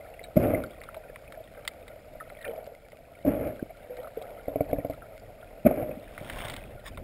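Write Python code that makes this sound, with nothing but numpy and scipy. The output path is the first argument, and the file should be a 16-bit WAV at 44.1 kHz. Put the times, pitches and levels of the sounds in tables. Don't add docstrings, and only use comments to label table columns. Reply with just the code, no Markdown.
import sys
import numpy as np
from scipy import signal
from scipy.fft import rfft, irfft
from scipy.io import wavfile
from scipy.ndimage import uniform_filter1d

SR = 44100
rng = np.random.default_rng(int(sys.argv[2]) if len(sys.argv) > 2 else 0)


def materialize(psi):
    bounded = np.clip(np.atleast_2d(psi).T, -1, 1)
    quanta = np.round(bounded * 32767).astype(np.int16)
    wavfile.write(sys.argv[1], SR, quanta)


N = 310023
TIME = np.arange(N) / SR

# centre in seconds, level in dB, pocket pitch in Hz,
# length in seconds, housing ring in dB relative to the pocket.
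AIR_POCKETS = [(0.373, -14, 191, 0.02, 2), (0.516, -28, 163, 0.01, -8), (0.546, -26, 160, 0.014, 4),
               (3.253, -22.5, 230, 0.012, 0.5), (3.283, -16.5, 280, 0.05, -5),
               (3.628, -20.5, 286, 0.0089, -15), (5.653, -12.5, 188, 0.0096, -9),
               (5.666, -10.5, 245, 0.019, 3), (5.975, -33.5, 235, 0.02, -10),
               (6.214, -31.5, 175, 0.013, -15)]
# start in seconds, big-bubble level in dB, small-bubble level in dB,
# seconds before the cloud thins out.
AIR_CLOUDS = [(0.356, -28.5, -28, 0.21), (3.254, -32.5, -30, 0.23), (5.652, -34, -30, 0.25)]
# start in
# seconds, peak in dB.
HOUSING_KNOCKS = [(0.46, -20.5), (0.536, -14.5), (4.482, -17), (4.558, -15), (4.607, -11), (4.71, -25.5),
                  (4.73, -12.5), (4.785, -18), (4.848, -18), (4.898, -19.5), (5.71, -17), (5.774, -22),
                  (5.825, -20), (5.891, -27), (6.21, -32)]
# start in seconds, level in dB, pitch in Hz, seconds to fall 60 dB.
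BUBBLE_PINGS = [(0.193, -38, 2080, 0.024), (0.239, -39.5, 3840, 0.05), (0.547, -24.5, 2066, .03),
                (0.6378, -31.5, 1380, 0.026), (0.816, -32, 2010, 0.006), (0.888, -33, 1333, 0.023),
                (0.97, -31.5, 686, 0.02), (1.097, -34, 495, 0.042), (1.372, -37.5, 643, 0.16),
                (2.201, -36, 1806, 0.045), (2.207, -31, 1290, 0.049), (2.409, -42, 1894, 0.093),
                (2.445, -32.5, 1800, 0.029), (2.45, -37.5, 2410, 0.063), (2.485, -29.5, 463, 0.16),
                (3.594, -38, 1570, 0.025), (3.897, -32, 498, 0.26), (3.99, -27, 511, 0.061),
                (4.044, -41, 1310, 0.044), (4.072, -34, 1240, .015), (4.171, -26.5, 450, 0.061),
                (5.021, -40, 1370, 0.049)]
# start in seconds, peak in dB, treble boost or cut in dB.
PEBBLE_CLICKS = [(0.6368, -33.5, 14), (0.8355, -32.5, 9), (0.944, -32.5, -28), (1.159, -31, -22),
                 (1.3222, -33, -1), (1.6497, -34, 3), (1.6764, -14.5, 16.5), (1.88, -34, 3),
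                 (2.2999, -35.5, -15), (2.4507, -33.5, 7), (2.665, -39, 16), (2.919, -40.5, -1),
                 (3.769, -47, 11), (3.9683, -39, 6), (4.2223, -33.5, 18), (6.1779, -28, -26),
                 (6.2982, -24.5, -9), (6.3272, -35, 23), (6.4045, -26.5, -19), (6.4823, -26.5, 21),
                 (6.4983, -24.5, 6), (6.538, -28.5, 1), (6.564, -26.5, 5), (6.9736, -31.5, -22)]
# crest in seconds, slosh level in dB, bubble-shower level in dB.
WATER_EDDIES = [(0.07, -50.5, -58), (0.86, -50, -57.5), (1.598, -46.5, -57), (2.471, -38, -47.5),
                (4.0, -44, -55), (4.22, -38.5, -55), (4.52, -38, -66), (4.72, -40, -55.5)]
# crest in seconds, rumble level in dB.
WATER_SHOVES = [(2.13, -56), (4.75, -40), (4.92, -47), (5.27, -49.5), (6.98, -41.5)]

# frequency in Hz, gain in dB.
BIG_AIR_EQ = [(20, -20.5), (45, -1.5), (75, -3.5), (110, 0), (135, -7), (175, -7), (250, 2), (310, 0),
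              (380, -5), (700, -50.5)]
GURGLE_EQ = [(200, -39), (400, -11), (500, -3), (610, 3), (700, -10), (830, -16.5), (930, -28.5),
             (1130, -24.5), (1390, -24.5), (1850, -30), (2220, -24), (3300, -44.5), (5500, -85)]
KNOCK_EQ = [(40, -28), (108, -14), (170, -15), (210, -26), (290, -3.5), (360, -21), (465, -3.5), (620, 7),
            (720, 1.5), (900, -32.5), (1060, -14), (1600, -32.5), (2250, -4), (3500, -34)]
CLICK_EQ = [(300, -34), (800, -6.5), (1400, 0), (1700, -5), (2100, 5), (2700, -11.5), (3700, -5.5),
            (4400, -15.5), (5500, -20)]
GRAVEL_EQ = [(120, 2), (330, -5), (700, 4.5), (1200, -10), (1600, -8.5), (2050, -5.5), (2600, -10.5),
             (3600, -7.5), (4200, -21), (5000, -26), (5600, -14.5)]
SCRAPE_EQ = [(500, -16), (1050, 4), (1400, -8), (1850, 3.5), (2400, -4), (2700, -10), (3200, -9), (3600, 3),
             (4100, -19), (4550, -19), (5000, -5), (5500, -13)]
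SLOSH_EQ = [(150, -23.5), (260, -19), (360, -17.5), (500, -4.5), (630, 1), (720, -5.5), (850, -17.5),
            (1100, -28.5), (2000, -32.5), (5000, -63)]
CRACKLE_EQ = [(600, -9.5), (1000, -12), (1400, 5), (1700, -3.5), (2200, 5.5), (2900, -5), (3750, -7),
              (4400, -10), (5500, -9.5)]
RUMBLE_EQ = [(15, -16.5), (35, 3), (55, -6.5), (100, -5), (170, -13), (280, -13.5), (450, -21),
             (1000, -79.5)]

LULL_S, LULL_WIDTH_S = 2.92, 0.35
SURGE_S, SURGE_RISE_S, SURGE_FALL_S = 6.45, 0.17, 0.097


def gulps(heave=0.3, churn_db=-10, housing_hz=612):
    out = np.zeros(N)
    churn = coloured(rng.standard_normal(N), GURGLE_EQ)
    burble = coloured(rng.standard_normal(N), BIG_AIR_EQ)
    for s, db, pocket_hz, length, ring_db in AIR_POCKETS:
        t = np.arange(-length, length, 1 / SR)
        envelope = np.exp(-np.pi * (2 * t / length) ** 2)
        pocket = np.cos(2 * np.pi * pocket_hz * t) + heave * np.interp(s + t, TIME, burble)
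        housing = np.cos(2 * np.pi * housing_hz * t) + from_db(churn_db) * np.interp(s + t, TIME, churn)
        add(out, s - length, from_db(db) * envelope * (pocket + from_db(ring_db) * housing))
    return out


def gurgles(attack_s=0.0097, rush_db=10, rush_s=0.049, sag_db_per_s=20,
            big_fade_db_per_s=107, small_fade_db_per_s=114):
    big, small = 0, 0
    for s, big_db, small_db, hold_s in AIR_CLOUDS:
        age = np.maximum(TIME - s, 0)
        thinning_s = np.maximum(age - hold_s, 0)
        flow = np.minimum(age / attack_s, 1) * from_db(-sag_db_per_s * age)
        accent_db = rush_db * np.exp(-age / rush_s)
        big += flow * from_db(big_db + accent_db - big_fade_db_per_s * thinning_s)
        small += flow * from_db(small_db - small_fade_db_per_s * thinning_s)
    throb = from_db(1.9 * drift(rate=11.5))
    return throb * (big * cloud(BIG_AIR_EQ, per_s=1200) + small * cloud(GURGLE_EQ, per_s=2500))


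def cloud(eq, per_s):
    sound = coloured(grains(per_s, spread_db=3.5), eq)
    local_power = uniform_filter1d(sound ** 2, size=1300)
    return sound / np.sqrt(local_power + 1e-6)


def knocks(contact_s=0.0013, judder=0.038, judder_s=0.0097):
    out, t = np.zeros(N), TIME[:SR // 30]
    housing = impulse_response(KNOCK_EQ)
    push = t * np.exp(-2 * t / contact_s)
    for s, db in HOUSING_KNOCKS:
        bump = (t == 0) + judder * rng.standard_normal(len(t)) * np.exp(-t / judder_s)
        force = signal.fftconvolve(bump, push)
        thud = signal.fftconvolve(force, housing)
        add(out, s, from_db(db) * thud / np.abs(thud).max())
    return out


def bubbles(onset_cycles=0.75, partner_db=-11, partner_ratio=1.12):
    out, t = np.zeros(N), TIME[:SR // 8]
    wobble = from_db(2 * drift(rate=150))
    for s, db, hz, t60 in BUBBLE_PINGS:
        envelope = from_db(-60 * t / t60) * (1 - np.exp(-t * hz / onset_cycles))
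        partner = np.sin(2 * np.pi * (partner_ratio * hz * t + rng.random()))
        pair = np.sin(2 * np.pi * hz * t) + from_db(partner_db) * partner
        ping = envelope / envelope.max() * pair
        add(out, s, from_db(db) * ping * np.interp(s + t, TIME, wobble))
    return out


def pebbles(scatter_s=0.0033, treble_hz=2800):
    out, t = np.zeros(N), TIME[:SR // 30]
    stone = impulse_response(CLICK_EQ)
    lowpass = signal.butter(3, treble_hz, "low", fs=SR, output="sos")
    highpass = signal.butter(3, treble_hz, "high", fs=SR, output="sos")
    for s, db, treble_db in PEBBLE_CLICKS:
        contact = (t == 0) + rng.standard_normal(len(t)) * np.exp(-t / scatter_s)
        tick = signal.fftconvolve(contact, stone)
        click = signal.sosfilt(lowpass, tick) + from_db(treble_db) * signal.sosfilt(highpass, tick)
        add(out, s, from_db(db) * click / np.abs(click).max())
    return out


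def gravel(level_db=-37):
    clacks = pips(per_s=400, spread_db=3, cycles=43, low_hz=1080, high_hz=5200)
    contacts = grains(per_s=650, spread_db=3.6) + 0.5 * clacks + 0.2 * rng.standard_normal(N)
    surge = swell(SURGE_S, SURGE_RISE_S, SURGE_FALL_S)
    return from_db(level_db) * surge * coloured(contacts, GRAVEL_EQ)


def scrape(level_db=-40.5):
    rasp = coloured(grains(per_s=6000, spread_db=3.5), SCRAPE_EQ)
    return from_db(level_db) * hump(crest_s=6.872, width_s=0.018) * rasp


def sloshing(bed_db=-49.5, lull_db=-6, plop_db=-9):
    splashes = grains(per_s=900, spread_db=2) * from_db(2.67 * drift(rate=29))
    slosh = coloured(splashes, SLOSH_EQ)
    plops = pips(per_s=45, spread_db=2.5, cycles=87, low_hz=450, high_hz=704, count=8)
    eddies = [from_db(db) * swell(s, rise_s=0.031, fall_s=0.18) for s, db, _ in WATER_EDDIES]
    return (slosh + from_db(plop_db) * plops) * together(bed_gain(bed_db, lull_db), *eddies)


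def showers():
    tiny_bubbles = pips(per_s=450, spread_db=4, cycles=40, low_hz=802, high_hz=4100)
    eddies = [from_db(db) * swell(s, rise_s=0.083, fall_s=0.07) for s, _, db in WATER_EDDIES]
    return coloured(tiny_bubbles, CRACKLE_EQ) * together(*eddies)


def rumbling(bed_db=-54, lull_db=-2.5, surge_db=-43):
    churn = rng.standard_normal(N) * from_db(1.8 * drift(rate=28))
    shoves = [from_db(db) * hump(s, width_s=0.1) for s, db in WATER_SHOVES]
    surge = from_db(surge_db) * hump(SURGE_S, width_s=0.36)
    return coloured(churn, RUMBLE_EQ) * together(bed_gain(bed_db, lull_db), surge, *shoves)


def crackling(bed_db=-57.5, lull_db=-3.5, surge_db=-49, grit_db=-9, pip_db=-6):
    flurry = from_db(3.1 * drift(rate=7))
    tiny_bubbles = pips(per_s=150 * flurry, spread_db=4, cycles=65, low_hz=973, high_hz=4860)
    grit = grains(per_s=80 * flurry, spread_db=8.5)
    fizz = rng.standard_normal(N) + from_db(grit_db) * grit + from_db(pip_db) * tiny_bubbles
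    surge = from_db(surge_db) * swell(SURGE_S, SURGE_RISE_S, SURGE_FALL_S)
    return coloured(fizz, CRACKLE_EQ) * together(bed_gain(bed_db, lull_db), surge)


def bed_gain(bed_db, lull_db):
    return from_db(bed_db + lull_db * hump(LULL_S, LULL_WIDTH_S))


def grains(per_s, spread_db):
    hits = rng.random(N) < per_s / SR
    sizes = from_db(spread_db * np.minimum(rng.exponential(1, N), 4))
    return rms_one(hits * sizes * rng.choice([-1, 1], N))


def pips(per_s, spread_db, cycles, low_hz, high_hz, count=18):
    taps = grains(per_s, spread_db)
    pitch_index = rng.integers(0, count, N)
    out = np.zeros(N)
    for k, hz in enumerate(np.geomspace(low_hz, high_hz, count)):
        decay = from_db(-60 * hz / (cycles * SR))
        angle = 2 * np.pi * hz / SR
        resonator = [0, np.sin(angle) * np.sqrt(hz)], [1, -2 * decay * np.cos(angle), decay ** 2]
        out += signal.lfilter(*resonator, taps * (pitch_index == k) + 1e-18)
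    return rms_one(out)


def impulse_response(eq, size=4096):
    hz, db = np.transpose(eq)
    grid_hz = np.maximum(np.arange(size // 2 + 1) * SR / size, 1)
    gain = from_db(np.interp(np.log(grid_hz), np.log(hz), db))
    cepstrum = irfft(np.log(gain))
    cepstrum[1:size // 2] *= 2
    cepstrum[size // 2 + 1:] = 0
    ring = irfft(np.exp(rfft(cepstrum)))
    return ring / np.abs(ring).max()


def coloured(x, eq):
    return rms_one(signal.fftconvolve(x, impulse_response(eq))[:N])


def drift(rate, step=40):
    pole = np.exp(-2 * np.pi * step * rate / SR)
    noise = rng.standard_normal(N // step + 2002)
    slow = signal.lfilter([1], [1, -2 * pole, pole ** 2], noise)[2000:]
    return np.interp(np.arange(N) / step, np.arange(len(slow)), rms_one(slow))


def hump(crest_s, width_s):
    return np.exp(-np.minimum(((TIME - crest_s) / width_s) ** 2, 100))


def swell(crest_s, rise_s, fall_s):
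    return np.exp(-np.maximum((crest_s - TIME) / rise_s, (TIME - crest_s) / fall_s))


def together(*gains):
    return np.sqrt(sum(gain ** 2 for gain in gains))


def from_db(db):
    return 10 ** (np.asarray(db) / 20)


def rms_one(x):
    return x / np.sqrt(np.mean(x ** 2) + 1e-20)


def add(out, s, sound):
    start = max(round(s * SR), 0)
    out[start:start + len(sound)] += sound[:max(N - start, 0)]


def scene():
    wash = sloshing() + rumbling() + crackling() + showers()
    water = wash + gulps() + gurgles() + knocks() + bubbles() + pebbles() + gravel() + scrape()
    return np.array([water, water])


def record(dry, band_hz=5450, converter_hz=12000, hiss_db=-77, cutoff_hz=15700):
    narrow = signal.sosfilt(signal.cheby1(8, 0.5, band_hz, fs=SR, output="sos"), dry)
    samples = signal.resample_poly(narrow, converter_hz, SR, axis=1)
    held = np.repeat(samples, 4, axis=1)
    mirrored = signal.resample_poly(held, SR, 4 * converter_hz, axis=1)[:, :N]
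    hiss = from_db(hiss_db) * rng.standard_normal((2, N))
    top_cut = signal.ellip(10, 0.3, 80, cutoff_hz, fs=SR, output="sos")
    return signal.sosfilt(top_cut, mirrored + hiss)


dry = scene()
out = record(dry)
materialize(out)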